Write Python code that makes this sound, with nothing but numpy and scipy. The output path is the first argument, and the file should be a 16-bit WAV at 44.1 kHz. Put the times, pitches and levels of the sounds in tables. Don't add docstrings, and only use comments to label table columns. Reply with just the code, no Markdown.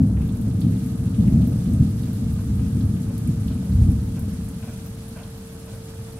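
import sys
import numpy as np
from scipy import signal
from scipy.fft import rfft, irfft, next_fast_len
from scipy.io import wavfile
from scipy.ndimage import uniform_filter1d

SR = 44100
rng = np.random.default_rng(int(sys.argv[2]) if len(sys.argv) > 2 else 0)


def log_audio(samples):
    frames = np.atleast_2d(samples).T
    limited = np.clip(frames, -1, 1)
    pcm = np.round(limited * 32767).astype(np.int16)
    wavfile.write(sys.argv[1], SR, pcm)


N = 272979
TIME = np.arange(N) / SR
SIDES = np.array([[1], [-1]])
ATTACK_S, RELEASE_DB_PER_S, BASS_RELEASE_DB_PER_S = 0.026, 88, 78


def thunder_roll(body_db, bass_db, growl_db, crackle_db, shudder_db):
    # frequency in Hz, relative level in dB.
    body_colour = [(50, -30), (85, -12), (103, 4.5), (146, -3.5), (192, 0.5), (261, -6.5), (307, -21),
                   (345, -21.5), (400, -40.5), (520, -38.5), (880, -120)]
    bass_colour = [(48, -8), (55, -23), (63, 2.5), (78, 0), (95, -2.5), (112, -6.5)]
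    shudder_colour = [(18, -24), (28, -23), (40, -6), (52, -3), (64, -27)]
    growl_colour = [(220, -10), (300, 2), (350, -6.5), (420, -14.5), (600, -28), (850, -24), (1300, -57)]
    crackle_colour = [(380, 5), (480, 13), (650, 11.5), (850, -5.5), (1300, -14)]
    body, bass, growl, crackle = thunder_envelopes()
    shudder = bass ** 0.49
    out = from_db(body_db) * body * evened(outdoors(arrivals(700, 1.55), body_colour), span_s=0.073)
    out += from_db(bass_db) * bass * evened(outdoors(arrivals(400, 0.77), bass_colour), span_s=0.074)
    out += from_db(shudder_db) * shudder * evened(outdoors(arrivals(300, 2), shudder_colour), span_s=0.42)
    out += from_db(growl_db) * growl * outdoors(arrivals(600, 1.9), growl_colour)
    out += from_db(crackle_db - 1.5 * SIDES) * crackle * outdoors(arrivals(350, 2.9), crackle_colour)
    return out


def thunder_envelopes():
    # start and hold in seconds,
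    # relative level in dB, then offsets in dB for bass, growl and crackle.
    peals = [(-0.04, 0.013, -10.5, -19, -21, -33), (0.093, 0.079, -29, 8.5, -9, -28),
             (0.168, 0.026, -24.5, -1, -12, -36), (0.417, 0.13, -24, -6, -19, -28.5),
             (0.617, 0.033, -15.5, -17, -24, -35), (1.002, .04, -24, -2.5, -13, -38),
             (1.169, .10, -14.5, -5, -21, -33.5), (1.316, 0.068, -14, -7, -22, -29),
             (1.46, 0.09, -24, -8, -14, -29), (1.652, 0.17, -19.5, -4, -24, -30),
             (1.94, 0.12, -33.5, 1, -22, -36), (2.217, 0.052, -26.5, 4, -34, -42),
             (2.457, .14, -24.5, 3.5, -19, -44), (2.719, 0.17, -21.5, -7, -21, -46),
             (3.23, 0.032, -23, -2, -32, -46), (3.386, 0.094, -35.5, 11, -32, -44),
             (3.694, 0.13, -22, 7, -28, -47), (3.792, 0.066, -21, 3.5, -10.5, -49),
             (4.173, 0.18, -34.5, 7, -23, -30)]
    sag_db_per_s, fade_db_per_s, fade_start_s = 0.36, 12.5, 4.11
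    rumble = from_db(-23 - sag_db_per_s * TIME - fade_db_per_s * np.maximum(TIME - fade_start_s, 0))
    body = np.hypot(rumble, from_db(-39))
    bass = np.hypot(rumble * from_db(-9.5), from_db(-41))
    growl = np.hypot(rumble * from_db(-21.5), from_db(-52))
    crackle = rumble * from_db(-35)
    for s, hold_s, db, bass_db, growl_db, crackle_db in peals:
        peal = from_db(db) * swell(s, hold_s, RELEASE_DB_PER_S)
        body = np.hypot(body, peal)
        bass = np.hypot(bass, from_db(db + bass_db) * swell(s, hold_s, BASS_RELEASE_DB_PER_S))
        growl = np.hypot(growl, peal * from_db(growl_db))
        crackle = np.hypot(crackle, peal * from_db(crackle_db))
    return body, bass, growl, crackle


def thunder_booms(trim_db, low_cut_ratio, high_hz):
    # start in seconds, peak in dB before trim, pitch in Hz.
    fronts = [(0.007, -5, 115), (0.201, -23, 40), (0.209, -13, 122), (1.401, -12, 109), (1.790, -18, 39.8),
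              (1.797, -0.5, 127), (1.812, -4, 112), (2.835, -6.5, 118), (3.285, -5, 195), (3.738, -12, 65),
              (3.815, -2.5, 70.6)]
    out, t = np.zeros((2, N)), TIME[:SR // 8]
    for s, db, hz in fronts:
        n_wave = (1 - 2 * t * hz) * (t * hz < 1)
        boom = band(n_wave, low_cut_ratio * hz, high_hz, order=4)
        add_at_peak(out, s, boom, db + trim_db)
    return out


def thunder_echoes(trim_db):
    # start and hold in seconds, level in dB before trim.
    echoes = [(4.61, 0.33, -37.5), (5.535, 0.017, -56), (5.704, 0.036, -35), (5.88, 0.073, -34),
              (6.134, .04, -39)]
    # frequency in Hz, relative level in dB.
    echo_colour = [(85, -6), (105, 2), (120, 3), (140, -12)]
    gain = sum(from_db(db + trim_db) * swell(s, hold_s, RELEASE_DB_PER_S) for s, hold_s, db in echoes)
    return gain * evened(outdoors(arrivals(420, 3.0), echo_colour), span_s=0.25)


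def rain(patter_db, hiss_db, leaf_drops_db, ground_drops_db):
    # frequency in Hz, relative level in dB.
    patter_colour = [(310, -9), (520, 0), (951, -7.5), (1100, -8), (1250, -7), (1520, -11.5), (1650, -10),
                     (2200, -29), (2860, -47), (4840, -120)]
    hiss_colour = [(1120, -6), (1900, -1.5), (7700, -2), (8500, -1), (10700, -3.2), (12000, -6),
                   (13500, -7), (15600, -15.5)]
    patter = from_db(patter_db + 0.41 * drift(25.12)) * outdoors(arrivals(2500, 2.3), patter_colour)
    hiss = from_db(hiss_db + 0.85 * drift(30)) * outdoors(arrivals(14000, 2.9), hiss_colour)
    on_leaves = from_db(leaf_drops_db) * rain_grains([9400, 9200, 10600, 10900], per_s=100, spray_s=0.0064)
    on_ground = from_db(ground_drops_db) * rain_grains([1710, 2420, 3380, 4200], per_s=70, spray_s=0.0058)
    opening = from_db(-5 * np.maximum(1 - TIME / 0.82, 0))
    return patter + opening * (hiss + on_leaves + on_ground)


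def rain_grains(pitches_hz, per_s, spray_s):
    out = 0
    for hz in pitches_hz:
        hits = np.abs(arrivals(per_s / len(pitches_hz), 1.7)[0]) ** 2
        power = signal.lfilter([1], [1, -np.exp(-1 / (spray_s * SR))], hits + 1e-18)
        spray = np.sqrt(power) * rng.standard_normal((2, N))
        out = out + band(spray, hz / 2 ** (1 / 6), hz * 2 ** (1 / 6))
    return rms_one(out)


def drops(rows, trim_db, octaves, rise_s, hit_s, spray_db, spray_s, alike):
    out, t = np.zeros((2, N)), TIME[:SR // 4]
    shape = (1 - np.exp(-t / rise_s)) * (np.exp(-t / hit_s) + from_db(spray_db) * np.exp(-t / spray_s))
    for s, db, hz, pan_db in rows:
        burst = shape * stereo(rng.standard_normal((2, len(t))), alike)
        burst = band(burst, hz / 2 ** (octaves / 2), hz * 2 ** (octaves / 2))
        add_at_peak(out, s, burst, db + trim_db + SIDES * pan_db / 2)
    return out


def big_leaf_ticks():
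    # start in seconds, peak in dB before trim and pan, pitch in Hz, leftward pan in dB.
    hits = [(0.323, -37, 8300, 0), (0.412, -43, 10800, 18), (0.606, -34, 9680, -0.5),
            (0.8584, -35, 10800, -0.5), (1.0375, -43, 9750, 0.0), (1.4711, -32.5, 12400, 4),
            (1.549, -48, 7120, -1.0), (1.7335, -34.5, 9700, -1.0), (2.1291, -34, 12000, 3),
            (2.3301, -37, 12800, 0.0), (2.5534, -36, 10400, -1.0), (3.019, -36, 8490, -3),
            (3.1796, -29, 10800, 1), (3.274, -31.5, 10400, 0.0), (3.473, -35, 11300, 0.0),
            (4.1925, -30, 10700, -1.5), (4.4867, -33, 10300, 0.0), (4.8618, -35, 13600, 2),
            (5.0823, -33.5, 10700, 0.0)]
    return drops(hits, trim_db=-0.5, octaves=0.57, rise_s=0.0003, hit_s=0.0028,
                 spray_db=-8, spray_s=0.03, alike=0.1)


def small_leaf_ticks(per_s, centre_hz):
    hits = [(when * N / SR, -43.5 - 0.9 * np.log(max(size, 0.05)),
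             centre_hz * 2 ** ((leaf - 0.5) / 2), 2.5 * (2 * place - 1))
            for when, size, leaf, place in rng.random((int(per_s * N / SR), 4))]
    return drops(hits, trim_db=-1.5, octaves=0.55, rise_s=0.00037, hit_s=0.002,
                 spray_db=-10, spray_s=0.016, alike=0.1)


def drip_splashes():
    # start in seconds, peak in dB before trim and pan, pitch in Hz, leftward pan in dB.
    drips = [(0.166, -40, 2100, 0), (0.215, -42, 2700, -4), (0.289, -43, 3240, -3), (0.506, -44, 3400, -4),
             (0.613, -35.5, 3550, -5), (0.724, -43, 2210, 2), (1.142, -39.5, 3000, -5),
             (1.275, -36.5, 2010, -1.5), (1.416, -41, 3220, -2), (1.656, -46, 2760, -3),
             (2.03, -39, 3880, -4), (2.59, -44, 2510, -1), (2.806, -41, 3740, -6), (2.963, -43, 2450, -2.5),
             (3.479, -37.5, 3560, -4), (3.515, -42, 3240, -3), (4.155, -45, 2650, -3),
             (4.625, -41, 2430, 8), (5.185, -42, 2300, -1.5), (5.23, -40, 3400, -4)]
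    return drops(drips, trim_db=-1, octaves=0.76, rise_s=0.0029, hit_s=0.0046,
                 spray_db=-15.5, spray_s=0.075, alike=0.12)


def runoff_slaps(trim_db, rise_s, decay_s, alike):
    # start in seconds, peak in dB before trim.
    slaps = [(1.046, -45), (2.068, -40), (2.378, -38), (2.585, -37), (3.095, -34.5), (3.499, -36),
             (3.622, -36), (4.165, -38), (4.626, -35.5), (4.671, -34.5), (5.158, -33.5), (5.199, -35),
             (5.664, -37), (5.730, -35.5), (5.765, -52), (6.169, -37)]
    # centre and width in Hz, relative gain in dB.
    modes = [(587, 210, 9.5), (966, 180, 3), (1474, 140, 3), (2470, 530, -6)]
    out, t = np.zeros((2, N)), TIME[:SR // 4]
    shape = (1 - np.exp(-t / rise_s)) * np.exp(-t / decay_s)
    for s, db in slaps:
        spatter = shape * stereo(rng.laplace(size=(2, len(t))), alike)
        ring = sum(from_db(gain) * band(spatter, hz - width / 2, hz + width / 2)
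                   for hz, width, gain in modes)
        add_at_peak(out, s, ring, db + trim_db)
    return out


def motor_hum(trim_db, waver):
    # time in seconds, relative level in dB, leftward pan in dB.
    moves = [(0, -48, 5), (0.9, -46, 0.5), (1.4, -46.5, -3), (3.2, -47, 2.5), (4.3, -47.5, 1.3),
             (5.4, -46.5, -3.8), (5.9, -45, -4.5), (6.19, -44, -5)]
    # frequency in Hz, relative level in dB.
    partials = [(451.1, 0.82), (902.2, -19), (1495, -21)]
    times, levels, pans = np.transpose(moves)
    level_db, pan_db = np.interp(TIME, times, levels), np.interp(TIME, times, pans)
    running_s = TIME + waver * np.cumsum(drift(12)) / SR
    lead_s = np.array([[0], [0.0002]])
    tone = sum(from_db(db) * np.sin(2 * np.pi * hz * (running_s + lead_s)) for hz, db in partials)
    return np.sqrt(2) * from_db(level_db + trim_db + SIDES * pan_db / 2) * tone


def lens_whirr(level_db, hz, width_hz):
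    gain = from_db(level_db) * swell(start_s=0.4, hold_s=3.45, release_db_per_s=32)
    return gain * rms_one(band(rng.standard_normal(N), hz - width_hz / 2, hz + width_hz / 2))


def arrivals(per_s, spread_db):
    sizes = from_db(spread_db * np.minimum(rng.exponential(1, (2, N)), 4))
    return rms_one(sizes * rng.choice([-1, 1], (2, N)) * (rng.random((2, N)) < per_s / SR))


def outdoors(streams, colour):
    # frequency in Hz, left-right correlation.
    likeness = [(60, .9996), (130, .9987), (220, .993), (330, .86), (500, .8), (1000, .52), (1500, .25),
                (2400, -.2), (4000, -.25), (8000, -.12), (14000, 0)]
    # frequency in Hz, left minus right in dB.
    balance = [(60, -.1), (130, .2), (220, 1), (320, 3), (450, 0), (700, -1), (1300, -.3), (2400, -1.8),
               (4400, -2.2), (8100, -1.7), (11000, -.5), (15000, 4)]
    size = next_fast_len(N + SR // 2)
    hz = np.arange(size // 2 + 1) * SR / size
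    octaves_outside = np.abs(np.log2((hz + 1) / np.clip(hz + 1, colour[0][0], colour[-1][0])))
    spectra = rfft(streams, size) * from_db(at_hz(colour, hz) - 40 * octaves_outside)
    pair = stereo(spectra, at_hz(likeness, hz)) * from_db(SIDES * at_hz(balance, hz) / 2)
    return rms_one(irfft(pair, size)[:, :N])


def stereo(streams, alike):
    mid, side = streams
    return np.sqrt(1 + alike) * mid + SIDES * np.sqrt(1 - alike) * side


def swell(start_s, hold_s, release_db_per_s):
    t = TIME - start_s
    return np.clip(t / ATTACK_S, 0, 1) * from_db(-release_db_per_s * np.maximum(t - ATTACK_S - hold_s, 0))


def evened(x, span_s):
    power = uniform_filter1d(np.mean(x ** 2, axis=0), int(span_s * SR))
    return x / np.sqrt(power + 1e-4)


def drift(per_s):
    knots = rng.standard_normal(4096)
    return rms_one(np.interp(TIME * per_s, np.arange(len(knots)), knots))


def band(x, low_hz, high_hz, order=2):
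    return signal.sosfilt(signal.butter(order, [low_hz, high_hz], "band", fs=SR, output="sos"), x + 1e-18)


def at_hz(points, hz):
    f, value = np.transpose(points)
    return np.interp(np.log(hz + 1e-3), np.log(f), value)


def add_at_peak(out, s, sound, peak_db):
    start = int(s * SR)
    scaled = from_db(peak_db) * sound / np.abs(sound).max()
    out[:, start:start + sound.shape[-1]] += scaled[..., :N - start]


def from_db(db):
    return 10 ** (np.asarray(db) / 20)


def rms_one(x):
    return x / np.sqrt(np.mean(x ** 2) + 1e-20)


def scene():
    thunder = thunder_roll(body_db=-1.18, bass_db=-2.4, growl_db=-2, crackle_db=-1, shudder_db=-29)
    thunder += thunder_booms(trim_db=-3, low_cut_ratio=0.62, high_hz=220) + thunder_echoes(trim_db=-1.5)
    drips = big_leaf_ticks() + drip_splashes()
    runoff = runoff_slaps(trim_db=-2.5, rise_s=0.0023, decay_s=0.037, alike=0.93)
    wash = rain(patter_db=-52, hiss_db=-50, leaf_drops_db=-56.5, ground_drops_db=-63.5)
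    machinery = motor_hum(trim_db=-2.2, waver=0.00047) + lens_whirr(level_db=-65, hz=1246, width_hz=86)
    ticks = small_leaf_ticks(per_s=18, centre_hz=11300)
    return thunder + wash + drips + ticks + runoff + machinery


def record(dry):
    cutoff_hz = 15750
    return signal.sosfilt(signal.ellip(12, 0.1, 90, cutoff_hz, fs=SR, output="sos"), dry)


dry = scene()
out = record(dry)
log_audio(out)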